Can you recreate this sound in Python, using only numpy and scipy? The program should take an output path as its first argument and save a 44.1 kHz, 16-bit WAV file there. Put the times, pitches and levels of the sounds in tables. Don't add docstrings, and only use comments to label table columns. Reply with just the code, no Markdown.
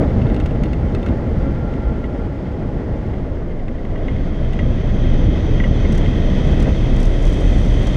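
import sys
import numpy as np
from scipy import signal
from scipy.fft import rfft, irfft
from scipy.io import wavfile
from scipy.ndimage import uniform_filter1d, minimum_filter1d

SR = 44100
rng = np.random.default_rng(int(sys.argv[2]) if len(sys.argv) > 2 else 0)


def output_pcm(signal):
    pcm = np.clip(np.atleast_2d(signal).T, -1, 1) * 32767
    wavfile.write(sys.argv[1], SR, np.round(pcm).astype(np.int16))


N = 351036


def undb(db):
    return 10 ** (np.asarray(db) / 20)


def unit(x):
    return x / np.sqrt(np.mean(x ** 2))


def curve(table):
    s, value = np.transpose(table)
    return np.interp(np.arange(N) / SR, s, value)


def swell(s, half_s):
    return np.exp(-((np.arange(N) / SR - s) / half_s) ** 2)


def swells(table):
    return sum(db * swell(s, half_s) for s, half_s, db in table)


def turn(s, slow_s):
    return .5 + .5 * np.tanh((np.arange(N) / SR - s) / slow_s / 2)


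def wander(rate):
    f = np.fft.rfftfreq(N, 1 / SR)
    return unit(irfft(rfft(rng.standard_normal(N)) / (1 + (f / rate) ** 2), N))


def colour(x, spectrum):
    hz, db = np.transpose(spectrum)
    f = np.maximum(np.fft.rfftfreq(N, 1 / SR), 1)
    gain = undb(np.interp(np.log(f), np.log(hz), db))
    return irfft(rfft(x) * unit(gain), N)


def noise(spectrum):
    return unit(colour(rng.standard_normal(N), spectrum))


def narrow(hz, width):
    phase = 2 * np.pi * np.cumsum(hz * np.ones(N)) / SR
    return unit(wander(width) * np.cos(phase) + wander(width) * np.sin(phase))


def ring(force, modes, pitch):
    t = np.arange(len(force)) / SR
    response = np.zeros(len(force))
    for k, (hz, db, t60) in enumerate(modes):
        decay = undb(db - 60 * t / t60)
        response += (-1) ** k * decay * np.sin(2 * np.pi * hz * pitch * t)
    return signal.fftconvolve(force, response / np.abs(response).max())[:len(force)]


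SCRAPE_DB, RING_SCATTER = -25.5, 0.002


def blows(events, modes, crack, rebound_s, rebound_db, crack_s, ring_db, crack_db):
    size = 8192
    rings, envelope = np.zeros(N + size), np.zeros(N + size)
    t = np.arange(size) / SR
    soft = signal.butter(2, 5000, fs=SR, output="sos")
    for (s, db, bright_db), grit in zip(events, rng.standard_normal((len(events), size))):
        start, fade = int(s * SR), np.exp(-t / crack_s)
        force = undb(SCRAPE_DB) * grit * fade
        force[0] += 1
        rebound = int(rebound_s * np.exp(.2 * grit[-1]) * SR)
        force[rebound] += undb(rebound_db)
        pitch = 1 + RING_SCATTER * grit[-2]
        rings[start:start + size] += undb(db) * ring(signal.sosfilt(soft, force), modes, pitch)
        envelope[start:start + size] += undb(bright_db) * fade
    cracks = colour(rng.standard_normal(N) * envelope[:N], crack)
    return undb(ring_db) * rings[:N] + undb(crack_db) * cracks


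# time in seconds, strength in dB (layers follow in part).
WIND = [(0, 2.5), (.5, -0.4), (1.4, 0), (2.3, -2.5), (3.1, -2), (3.65, -4.5), (4.1, -2.5), (4.7, -1.5),
        (5.2, 0.5), (6.2, 1), (6.63, 1.7), (6.8, 1), (7.1, -0.4), (7.96, 0.9)]
# time in seconds, share from 0 to 1.
FAST_SHARE = [(0, 0.13), (2.9, 0), (3.6, 0.1), (4.1, 0.65), (5, 0.82)]
SPEED_UP_S, SPEED_GAIN_PER_S = 3.75, .15


def airflow():
    wind_db = curve(WIND)
    speed = 1 + SPEED_GAIN_PER_S * np.maximum(0, np.arange(N) / SR - SPEED_UP_S)
    return wind_db, speed, np.clip(curve(FAST_SHARE), 0, 1)


def follow(law, wind_db, speed, fast):
    db, per_wind, per_speed, fast_db = law
    return db + per_wind * wind_db + per_speed * 20 * np.log10(speed) + fast_db * fast ** 2


# pitch in Hz, relative level in dB per Hz.
BUFFET_COLOUR = [(8, -22), (20, -3.5), (45, 1), (65, 2), (100, -2.5), (150, -5), (220, -9), (320, -16),
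                 (600, -39), (1200, -73.5), (8000, -130)]
# pitch in Hz, relative level in dB per Hz.
RUSH_COLOUR = [(100, -13.5), (250, 2), (400, -1.5), (520, -3), (630, -5), (740, -11.5), (880, -16.5),
               (1200, -20.5), (1700, -23.5), (2300, -30.5), (12000, -110)]
# middle in seconds, half length in seconds, change in dB.
EDDIES = [(.093, 0.017, -3), (.238, 0.016, 4), (.449, 0.012, 4.5), (.605, 0.032, 4.5), (.97, 0.017, 0.5),
          (1.879, 0.012, 6), (4.118, .02, 6), (4.665, 0.073, 5.5), (5.14, 0.028, 0), (5.288, 0.015, 13),
          (5.716, .022, 3), (6.343, .018, 4), (7.683, .025, 1)]
# middle in seconds, half length in seconds, change in dB.
GUSTS = [(0.025, 0.032, 7), (.26, 0.027, 2.5), (1.11, 0.069, 2), (2.81, 0.024, 3), (3.99, 0.034, 2),
         (6.682, 0.019, 6), (6.78, .05, -2)]
# base level in dB, dB per dB of wind, dB per dB of speed,
# dB added at a fast share of 1.
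BUFFET_LAW = (-17, 2, -0.47, 2)
RUSH_LAW = (-26, 0.99, 0.09, 0.06)


def buffeting(low_db, rush_db):
    gust = wander(27)
    thump = noise(BUFFET_COLOUR) * undb(low_db + swells(EDDIES) + 0.68 * gust)
    rush = noise(RUSH_COLOUR) * undb(rush_db + swells(GUSTS) + .6 * gust + 0.5 * wander(30))
    return thump + rush


# pitch in Hz, relative level in dB per Hz.
HISS_GLIDE = [(600, -4), (1600, -4.5), (2100, -3.5), (2350, -5), (3200, -2.5), (3900, -10), (5000, -11.5),
              (5700, -15.5), (6600, -16.5), (7200, -23), (8200, -24), (9600, -29.5), (13700, -36.5),
              (15500, -54)]
# pitch in Hz, relative level in dB per Hz.
HISS_FAST = [(600, -1.5), (1600, 2.5), (2300, 3.5), (2850, -3), (3700, 2), (3950, -6), (4300, -3.5),
             (5600, -9.5), (6400, -10), (7100, -23.5), (8500, -22.5), (9800, -38), (13700, -42),
             (15500, -56)]
# pitch in Hz, width setting in Hz (scaled where it is played),
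# then the level in dB within the hiss, first in the glide and then in the fast run.
HOUSING = [(1928, 170, 8, 5), (2087, 110, 6, 2), (2547, 130, -12.5, 2.5), (3217, 250, -7.5, 9.5),
           (3620, 260, -32, 2), (6030, 490, -34.5, -0.5)]
# base level in dB, dB per dB of wind, dB per dB of speed,
# dB added at a fast share of 1.
HISS_LAW = (-60.5, 1.06, 1, 9)
HOUSING_WAVER_DB = 0.96


def hiss(db, fast):
    glide_air = np.sqrt(1 - fast) * undb(11.0) * noise(HISS_GLIDE)
    fast_air = np.sqrt(fast) * undb(7.5) * noise(HISS_FAST)
    air = glide_air + fast_air
    for hz, width, glide_db, fast_db in HOUSING:
        level_db = glide_db + fast * (fast_db - glide_db) + HOUSING_WAVER_DB * wander(5)
        air = air + narrow(hz, 0.65 * width) * undb(level_db)
    flicker_db = .45 * wander(20)
    return air * undb(db + flicker_db)


LOW_WIRE_HZ, HIGH_WIRE_HZ, WIRE_DRIFT_PER_S = 812.5, 1360, 0.0073
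BREATH_RATIO, BREATH_DB = 1.045, -3
WIRE_DB, WIRE_PER_WIND = -45, 0.75
HIGH_WIRE_DB, HIGH_WIRE_WAVER_DB = -10, 2.5
HIGH_SWELL_S, HIGH_SWELL_HALF_S, HIGH_SWELL_DB = 1.58, 0.67, 8.1
WIRES_FADE_OUT = (3.3, 0.11)


def wires(wind_db):
    creep = 1 + WIRE_DRIFT_PER_S * np.arange(N) / SR
    tone = narrow(LOW_WIRE_HZ * creep, width=18)
    breath = undb(BREATH_DB) * narrow(BREATH_RATIO * LOW_WIRE_HZ * creep, width=27)
    high_db = HIGH_WIRE_DB + HIGH_SWELL_DB * swell(HIGH_SWELL_S, HIGH_SWELL_HALF_S)
    high_db = high_db + HIGH_WIRE_WAVER_DB * wander(5)
    high = narrow(HIGH_WIRE_HZ * creep, width=17) * undb(high_db)
    level = undb(WIRE_DB + WIRE_PER_WIND * wind_db)
    return (tone + breath + high) * level * (1 - turn(*WIRES_FADE_OUT))


# (ring_db, crack_db are added).
TICKS = [(.2154, -39, -47), (.2663, -38, -49), (.2987, -39, -46), (.3441, -37.5, -38), (.3636, -36, -41),
         (.4005, -35.5, -35), (.4594, -37, -33.5), (.5077, -41, -45), (.6355, -35, -33.5),
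         (.6564, -38, -45), (.7317, -35.5, -38), (.9482, -33, -33.5), (1.0286, -36.5, -39),
         (1.0625, -34.5, -37), (1.0859, -40, -43), (4.532, -42, -37)]
# pitch in Hz, relative level in dB, seconds to fade by 60 dB.
TICK_MODES = [(1384, 6.5, 0.025), (1530, 0.5, 0.028), (1960, 0, 0.064), (2150, -1.5, 0.061),
              (2625, -1, 0.052), (2834, -1.5, 0.05), (3230, -10, 0.051), (3580, -3.5, 0.036),
              (3676, -5, 0.031), (4270, -8, 0.028), (6720, -12, .018)]
# pitch in Hz, relative level in dB per Hz.
TICK_CRACK = [(500, -6), (1300, 5), (3500, 2.5), (4700, -5.5), (6700, -8), (7200, -15), (8500, -12),
              (10000, -22), (11300, -17.5), (12500, -31), (14000, -23), (15500, -42)]


def ticks():
    return blows(TICKS, TICK_MODES, TICK_CRACK, rebound_s=0.0033, rebound_db=-13,
                 crack_s=0.0048, ring_db=10.0, crack_db=-0.5)


# start in seconds, then ring and crack in dB (ring_db and crack_db are added).
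KNOCKS = [(1.7375, -39, -35.5), (2.0398, -34.5, -40), (3.1364, -39, -38), (3.513, -45, -45),
          (3.5932, -43, -41), (3.6816, -37, -34.5), (3.783, -42, -43), (3.8496, -42, -34.5),
          (3.9559, -38, -37), (4.0816, -29.5, -34.5), (4.161, -39, -39), (4.5905, -30, -25),
          (5.599, -22.5, -29.5), (5.6385, -24, -36), (5.8481, -27.5, -42), (6.0596, -29.5, -42)]
# pitch in Hz, relative level in dB, seconds to fade by 60 dB.
KNOCK_MODES = [(1054, -3.5, 0.04), (1545, -5.5, 0.049), (1934, 1.5, 0.09), (2013, 3.5, .04),
               (2128, 3, 0.054), (2620, -10.5, 0.041), (2870, -4.5, 0.045), (3330, -14, 0.03),
               (3630, -17, 0.023)]
# pitch in Hz, relative level in dB per Hz.
KNOCK_CRACK = [(400, -4), (1100, 7), (1700, 3), (2350, 0), (2750, 2.5), (3650, -5), (4100, -19),
               (6600, -17), (7200, -25), (15500, -48.5)]


def knocks():
    return blows(KNOCKS, KNOCK_MODES, KNOCK_CRACK, rebound_s=0.00288, rebound_db=-14,
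                 crack_s=0.0044, ring_db=3.0, crack_db=-1.5)


# middle in seconds, half length in seconds, change in dB.
WAKE_SURGES = [(5.14, 0.033, 6.5), (5.36, 0.047, -10), (5.5, 0.033, 2.5), (6.86, 0.022, 1),
               (6.97, 0.048, 5), (7.07, 0.045, 5.5), (7.26, 0.042, 7), (7.38, 0.067, -6), (7.47, 0.022, 9),
               (7.68, 0.065, 6.5)]
# base level in dB, dB per dB of wind, dB per dB of speed,
# dB added at a fast share of 1.
WAKE_LAW = (-21.5, 0.84, 0.2, 6.5)
SHEDDING_HZ = 22.07
BOOM_HZ, BOOM_WIDTH_HZ, BOOM_DB = 124, 13, -14
WAKE_FADE_IN = (3.1, 0.11)


def wake(db, speed):
    pace_hz = SHEDDING_HZ * speed * (1 + 0.0818 * wander(25.2))
    phase = 2 * np.pi * np.cumsum(pace_hz) / SR
    throb = np.sin(phase) + undb(-15.0) * np.sin(2 * phase)
    uneven_throb = unit(throb * undb(0.98 * wander(6.4)))
    boom = undb(BOOM_DB) * narrow(BOOM_HZ, BOOM_WIDTH_HZ)
    return (uneven_throb + boom) * undb(db + swells(WAKE_SURGES)) * turn(*WAKE_FADE_IN)


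# start in seconds, level in dB.
SLAPS = [(5.89, -49), (5.9225, -40.5), (5.949, -44), (5.9766, -39.5), (6.599, -41.5), (6.623, -40),
         (6.9645, -48), (7.002, -44), (7.028, -42), (7.053, -44), (7.079, -59), (7.2245, -47),
         (7.2505, -48), (7.2768, -48), (7.327, -52), (7.3425, -54), (7.4045, -46), (7.829, -49),
         (7.869, -42)]
SLAP_S, FULL_SLAP_DB = 0.0065, -42.5


def slaps():
    t, envelope = np.arange(N) / SR, np.zeros(N)
    for s, db in SLAPS:
        length = SLAP_S * np.sqrt(undb(db - FULL_SLAP_DB))
        corners_s = [s - .001, s, s + length, s + length + .002]
        envelope += undb(db) * np.interp(t, corners_s, [0, 1, 0.91, 0.028])
    return envelope


# middle in seconds, half length in seconds, level in dB.
FLUTTERS = [(7.015, 0.055, -51), (7.307, 0.068, -51), (7.49, 0.034, -72), (7.623, 0.041, -54),
            (6.5, .075, -57)]
FLICKS_PER_S, FLICK_SCATTER_DB = 72, 4.5


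def flicks():
    pace = FLICKS_PER_S * np.exp(0.4 * wander(FLICKS_PER_S))
    cycle = np.cumsum(pace) / SR % 1
    unrest = sum(undb(db) * swell(s, half_s) for s, half_s, db in FLUTTERS)
    return unrest * unit(np.exp(-cycle / .17) * undb(FLICK_SCATTER_DB * wander(FLICKS_PER_S)))


# pitch in Hz, relative level in dB per Hz.
SLAP_COLOUR = [(2000, -0.5), (5000, -2.5), (6000, 3), (6800, -4), (7500, -4), (9000, -7.5), (10000, -13),
               (11700, -15.5), (12300, -25), (14000, -26), (15500, -35)]


def loose_edge(grit_db):
    rasp = unit(noise(SLAP_COLOUR) * undb(grit_db * wander(700)))
    return rasp * (slaps() + flicks())


def scene():
    flow = wind_db, speed, fast = airflow()
    air = buffeting(follow(BUFFET_LAW, *flow), follow(RUSH_LAW, *flow))
    air = air + hiss(follow(HISS_LAW, *flow), fast) + wires(wind_db)
    rattles = ticks() + knocks()
    throb = wake(follow(WAKE_LAW, *flow), speed)
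    return (air + rattles + throb + loose_edge(grit_db=1.0))[None]


TOP_HZ = 15600


def record(dry):
    ceiling = .8
    room = np.minimum(1, ceiling / (np.abs(dry) + 1e-9))
    held = minimum_filter1d(room, size=1200)
    gain = uniform_filter1d(uniform_filter1d(held, size=600), size=600)
    top_cut = signal.ellip(8, .2, 70, TOP_HZ, fs=SR, output="sos")
    return signal.sosfilt(top_cut, dry * gain)


dry = scene()
out = record(dry)
output_pcm(out)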